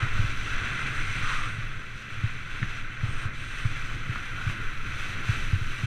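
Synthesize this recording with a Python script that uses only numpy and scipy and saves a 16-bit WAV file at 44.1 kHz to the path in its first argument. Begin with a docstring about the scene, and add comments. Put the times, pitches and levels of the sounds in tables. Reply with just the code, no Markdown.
"""Skis run down firm snow, heard at a small cased camera on the skier's helmet.
From the start crushed grains scrape, coloured by the case; jolts rock the mount and a blow clacks the gear.
Edges then rasp in narrow bands and sizzle in carves; near 2 s the scrape eases and plumes of spray hiss.
From 3 s jolts crowd in again, and from 4 s looser snow adds powder hiss; the hardest jolts come after 5 s.
Throughout, eddies buffet the case in gusts and the mount rumbles."""
import sys
import numpy as np
from scipy import signal
from scipy.fft import rfft, irfft
from scipy.io import wavfile
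from scipy.ndimage import uniform_filter1d

SR = 44100
rng = np.random.default_rng(int(sys.argv[2]) if len(sys.argv) > 2 else 0)


def unload_audio(sound):
    """Save the sound as a 16-bit wav file, at the path given as the first command line argument."""
    columns = np.transpose(np.atleast_2d(sound))
    # keep every value between -1 and 1, then stretch to whole-number steps
    steps = np.round(np.clip(columns, -1, 1) * 32767)
    wavfile.write(sys.argv[1], SR, steps.astype(np.int16))


N = 258426
T = np.arange(N) / SR  # s
FREQS = np.maximum(np.arange(N // 2 + 1) * SR / N, 1)  # Hz


def undb(db):
    """Decibels to gain."""
    return 10 ** (np.asarray(db) / 20)


def unit(x):
    """Scale to rms 1."""
    return x / np.sqrt(np.mean(x ** 2))


def colour(points):
    """Gain over frequency, interpolated in dB over log frequency."""
    freq_hz, gain_db = np.transpose(points)
    return undb(np.interp(np.log(FREQS), np.log(freq_hz), gain_db))


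def band(low_hz, high_hz, order=8):
    """Gain of a steep band-pass."""
    low_side = (low_hz / FREQS) ** (2 * order)
    high_side = (FREQS / high_hz) ** (2 * order)
    return ((1 + low_side) * (1 + high_side)) ** -.5


def resonance(freq_hz, q):
    """Complex response of one damped mode: it rings only after the blow."""
    return 1 / (1 + 1j * q * (FREQS / freq_hz - freq_hz / FREQS))


def shape(x, gain):
    """Filter a sound with a gain over frequency."""
    return irfft(rfft(x) * gain, N)


def walk(rate_hz):
    """Random levels held for 1 / rate_hz and slewed twice; spread near 1."""
    step = max(int(SR / rate_hz), 1)
    held = rng.standard_normal(N)[np.arange(N) // step]
    slewed = uniform_filter1d(held, step)
    return 1.2 * uniform_filter1d(slewed, step)


def hold(start_s, end_s, fade_s):
    """Envelope that fades in around the start, holds, and fades out around the end."""
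    return np.clip(np.minimum(T - start_s, end_s - T) / fade_s + .5, 0, 1)


def swells(table, fade_s):
    """Sum of held dB changes from rows of start_s, end_s, change_db."""
    return sum(change_db * hold(start_s, end_s, fade_s) for start_s, end_s, change_db in table)


def grains(rate_hz, spread_db, hiss):
    """Snow grains break at random moments and strengths, over a hiss of countless smaller ones."""
    moments = rng.random(N) < rate_hz / SR
    signs = rng.choice([-1, 1], N)
    strengths = undb(spread_db * rng.standard_normal(N))
    return unit(moments * signs * strengths) + hiss * rng.standard_normal(N)


# ski plumes of loose snow: start_s, end_s, change_db of spray
PLUMES = [(0.15, 0.56, 3), (0.96, 1.48, 3), (1.93, 2.05, 2.5), (2.51, 2.76, 1.5), (3.02, 3.70, 2.5),
          (3.70, 3.98, 2.2), (4.39, 4.54, 3.5), (4.96, 5.9, 3.5)]
# skis light over a bump, spray thins: start_s, end_s, change_db of spray
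LIFTS = [(2.82, 3.01, -2), (3.27, 3.34, -6), (5.14, 5.24, -4)]
# skis slip sideways with a lower rasp: start_s, end_s, change_db of skid
SKIDS = [(0.0, 0.3, 2.5), (0.68, 0.95, 0.5), (3.02, 3.35, 3.5), (4.38, 4.55, 4), (5.1, 5.22, 0.5)]
PLUME_FADE_S, LIFT_FADE_S, SKID_FADE_S = 0.061, 0.025, 0.078
LOOSE_FROM_S, LOOSE_DB = 4.05, 3.5  # looser snow from here: extra powder
# _DB: level in an easy glide; _PER_LOAD: dB per dB of edge load; _PER_THROWN: dB per dB of thrown snow
SCRAPE_DB, GRIT_DB, GRIT_PER_THROWN = -39.5, -49, 0.64
SKID_DB, SKID_PER_LOAD = -48.5, 1.16
SPRAY_DB, SPRAY_PER_LOAD = -55, 1.0
POWDER_DB, POWDER_PER_LOAD = -72, 0.62


def skis(load_db):
    """Loaded edges scrape and skid; thrown snow hisses above, swelling in plumes and thinning in lifts."""
    case, pressure = case_gain(), grip()
    thrown_db = swells(PLUMES, PLUME_FADE_S) + swells(LIFTS, LIFT_FADE_S)
    loose_db = LOOSE_DB * hold(LOOSE_FROM_S, np.inf, PLUME_FADE_S)

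    crushed = grains(rate_hz=2500, spread_db=2.0, hiss=1.0) * pressure
    skidded = grains(rate_hz=1200, spread_db=5.0, hiss=1.0) * pressure
    sprayed = grains(rate_hz=5000, spread_db=5, hiss=1.3) * pressure
    powdered = grains(rate_hz=4000, spread_db=6.5, hiss=0.96) * pressure

    scrape = unit(shape(crushed, case * band(1245, 2620)))
    grit = unit(shape(crushed, case * band(2895, 4100)))
    skid = unit(shape(skidded, case * band(388, 1197)))
    spray = unit(shape(sprayed, case * band(3940, 9600)))
    powder = unit(shape(powdered, case * band(9960, 14300)))
    return (scrape * undb(SCRAPE_DB + load_db)
            + grit * undb(GRIT_DB + load_db + GRIT_PER_THROWN * thrown_db)
            + skid * undb(SKID_DB + SKID_PER_LOAD * load_db + swells(SKIDS, SKID_FADE_S))
            + spray * undb(SPRAY_DB + SPRAY_PER_LOAD * load_db + thrown_db)
            + powder * undb(POWDER_DB + POWDER_PER_LOAD * load_db + thrown_db + loose_db))


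def grip():
    """Edge pressure from moment to moment: quick chatter, slower unevenness, clods that burst and fade."""
    clods = (rng.random(N) < 14 / SR) * rng.random(N)  # 14 per second
    crunch = signal.lfilter([1], [1, -np.exp(-1 / (0.075 * SR))], clods)  # 75 ms decay
    uneven_db = 0.32 * walk(70) + 0.19 * walk(10)
    return unit(undb(uneven_db) * (1 + 0.31 * crunch))


# crushed snow through the case wall: freq_hz, gain_db
SNOW = [(300, -12), (550, -18), (940, -17), (1090, -8), (1350, -5), (2000, -4.5), (2680, -7), (2830, -13),
        (4250, -18), (4700, -27.5), (6800, -29), (9100, -30), (9550, -38), (15000, -46)]
# case resonances: freq_hz, width_hz, lift_db
CASE = [(1350, 162, 6.5), (1530, 265, 8), (1988, 270, 5), (2358, 190, 4), (2643, 230, 4.5), (3057, 136, 6),
        (3410, 156, 5.5), (3873, 81, 5.5), (4975, 220, 6), (5927, 430, 12), (6390, 250, 5), (7300, 320, 2),
        (8560, 800, 1.5), (10340, 450, 4.5)]


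def case_gain():
    """Snow noise as it sounds inside the case: a broad hump with resonances on it."""
    total_db = sum(lift_db / (1 + (2 * (FREQS - freq_hz) / width_hz) ** 2)
                   for freq_hz, width_hz, lift_db in CASE)
    return colour(SNOW) * undb(total_db)


# an edge bites and rasps around one pitch: start_s, end_s, centre_hz, level_db
BITES = [(0.487, 0.72, 1530, -41), (0.8, 1.075, 1560, -47), (0.97, 1.232, 2150, -40),
         (1.229, 1.472, 1250, -37), (1.28, 1.325, 1010, -46), (3.205, 3.31, 1530, -45),
         (4.298, 4.71, 1430, -43)]
# carved turns, the steel edge sizzles: start_s, end_s
CARVES = [(0.70, 1.58), (3.08, 3.27), (3.38, 3.70)]
BITE_Q, BITE_FADE_S = 5.2, 0.045
SIZZLE_HZ, SIZZLE_Q, SIZZLE_DB = 8530, 7.5, -62.5


def bites(flutter_db=1.0):
    """A digging edge grips and slips in a narrow band while it holds; in a carve it sizzles high up."""
    crust = grains(rate_hz=1900, spread_db=4, hiss=0.79) * undb(flutter_db * walk(45))

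    def rasp(centre_hz, q):
        """Crust noise narrowed by a resonance, without its phase."""
        return unit(shape(crust, np.abs(resonance(centre_hz, q)) ** 2))

    biting = sum(undb(level_db) * hold(start_s, end_s, BITE_FADE_S) * rasp(centre_hz, BITE_Q)
                 for start_s, end_s, centre_hz, level_db in BITES)
    carving = sum(hold(start_s, end_s, BITE_FADE_S) for start_s, end_s in CARVES)
    return biting + undb(SIZZLE_DB) * carving * rasp(SIZZLE_HZ, SIZZLE_Q)


# jolts of the mount: start_s, peak_db, pitch_hz
JOLTS = [(0.027, -20.5, 102.6), (0.191, -16.5, 107), (0.24, -21, 116), (1.23, -27.5, 105),
         (1.419, -32.5, 95), (1.582, -27.5, 120), (2.168, -31, 108), (2.236, -16, 107.4), (2.618, -22, 116),
         (3.032, -17, 109), (3.084, -21.5, 104), (3.253, -22, 103), (3.650, -16.5, 110), (4.092, -21, 105),
         (4.466, -18.5, 105.3), (4.489, -24, 116), (5.29, -14, 106), (5.529, -13, 96.6),
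         (5.552, -23.5, 104), (5.612, -23.5, 108), (5.834, -18, 112)]


def thumps(rise_s=0.0076, swell=1.32, shell_hz=245, shell_db=-19, shell_decay_s=0.0018):
    """Each bump rocks the camera on its mount for about three cycles; the helmet shell knocks faintly."""
    out, t = np.zeros(N), T[:SR // 10]
    envelope = (t / rise_s * np.exp(1 - t / rise_s)) ** swell
    chances = rng.standard_normal(len(JOLTS))
    for (start_s, peak_db, pitch_hz), chance in zip(JOLTS, chances):
        start = int(start_s * SR)
        rock = envelope * np.sin(2 * np.pi * pitch_hz * t)
        knock_hz = shell_hz * np.exp(0.19 * chance)
        shell = np.exp(-t / shell_decay_s) * np.sin(2 * np.pi * knock_hz * t)
        thump = undb(peak_db) * (undb(shell_db) * shell - rock)
        out[start:start + len(t)] += thump[:N - start]
    return out


# skis clack on hard lumps: start_s, peak_db of the knock, pitch_hz, crunch_db
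CLACKS = [(0.029, -18.5, 1520, -46), (2.6292, -18, 1720, -27), (3.653, -26, 1320, -47),
          (4.1585, -20, 1350, -37.5), (4.499, -21, 1470, -35), (5.2887, -23, 1400, -44),
          (5.530, -31, 1320, -39)]
# a lump of crust breaking: freq_hz, gain_db
CRUNCH = [(120, 15), (260, 11.5), (650, -17.5), (1250, 1.5), (2500, -1.5), (4200, -15), (7000, -40),
          (15000, -60)]
CRUNCH_ATTACK_S, CRUNCH_DECAY_S = 0.0027, 0.014


def clacks(q=2.0, body_hz=2000, body_q=0.99):
    """A sharp blow rings the gear for a millisecond or two, while the lump crumbles in a short crunch."""
    out = np.zeros(N)
    crumbs = grains(rate_hz=2000, spread_db=2, hiss=0.6)
    crunch = unit(shape(crumbs, colour(CRUNCH)))
    for start_s, peak_db, pitch_hz, crunch_db in CLACKS:
        blow = 1. * (np.arange(N) == int(start_s * SR))
        knock = shape(blow, resonance(pitch_hz, q) ** 2 * resonance(body_hz, body_q))
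        # rises just before the blow, decays after it
        crumble = np.exp(-np.maximum((start_s - T) / CRUNCH_ATTACK_S, (T - start_s) / CRUNCH_DECAY_S))
        out += undb(peak_db) * knock / np.abs(knock).max()
        out += undb(crunch_db) * crumble * crunch
    return out


# turbulence on the case: freq_hz, gain_db
BUFFET = [(4, 3.5), (10, 12.5), (16, 15), (26, 0.5), (40, -4), (60, -6.5), (100, -19), (200, -64)]
# rumble of the mount: freq_hz, gain_db
RUMBLE = [(30, -5.5), (60, -13.5), (85, 0), (112, 5), (135, 1), (160, -7.5), (220, -10.5), (290, -11.5),
          (370, -17), (600, -24.5), (900, -32), (2000, -59)]
# gusts on the case: start_s, end_s, change_db of buffeting
GUSTS = [(0.1, 0.42, 9.5), (1.14, 1.45, 1), (3.07, 3.3, 6), (3.4, 4.05, 4.5), (4.6, 5.05, 3.5),
         (5.3, 5.72, 8)]
GUST_FADE_S = 0.053
# _DB: level in an easy glide; _PER_LOAD, _PER_GUST: dB per dB of edge load, of gust
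BUFFET_DB, BUFFET_PER_LOAD = -43, 0.98
RUMBLE_DB, RUMBLE_PER_LOAD, RUMBLE_PER_GUST = -40.5, 0.76, 0.16


def wind(load_db):
    """Slow eddies press on the case in gusts; faster ones and the rough ride keep the mount rumbling."""
    gust_db = swells(GUSTS, GUST_FADE_S)
    eddies = shape(rng.standard_normal(N), colour(BUFFET))
    buffet = eddies / np.std(shape(eddies, band(20, 55)))  # level set by the 20-55 Hz band
    steady = shape(rng.standard_normal(N), colour(RUMBLE))
    rumble = unit(steady * undb(1.45 * walk(35)))
    return (buffet * undb(BUFFET_DB + BUFFET_PER_LOAD * load_db + gust_db)
            + rumble * undb(RUMBLE_DB + RUMBLE_PER_LOAD * load_db + RUMBLE_PER_GUST * gust_db))


# how hard the edges press, on a scale of scrape level: time_s, level_db
EDGE = [(0.0, -30.5), (0.11, -35.5), (0.22, -34), (0.35, -36.5), (0.58, -32.5), (1.44, -34), (1.8, -40.5),
        (2.47, -39), (2.67, -37.5), (2.9, -40), (3.2, -38), (3.4, -39), (4.4, -37.5), (4.8, -37.5),
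        (5.04, -35), (5.36, -35.5), (5.55, -38), (5.86, -36.5)]
GLIDE_DB = -37.5  # easy glide on that scale; load is the excess


def scene():
    """Skis, wind and the jolted mount at one microphone; the load on the edges drives the ride."""
    time_s, level_db = np.transpose(EDGE)
    load_db = np.interp(T, time_s, level_db) - GLIDE_DB
    return (skis(load_db) + bites() + thumps() + clacks() + wind(load_db))[None]


TOP_HZ = 15120


def record(dry):
    """The camera cuts the top of the treble; the sound eases in and out over 4 ms."""
    ease = np.clip(np.minimum(T, T[-1] - T) / .004, 0, 1)
    treble_cut = signal.ellip(10, .2, 80, TOP_HZ, fs=SR, output="sos")
    return signal.sosfilt(treble_cut, dry * ease)


dry = scene()
out = record(dry)
unload_audio(out)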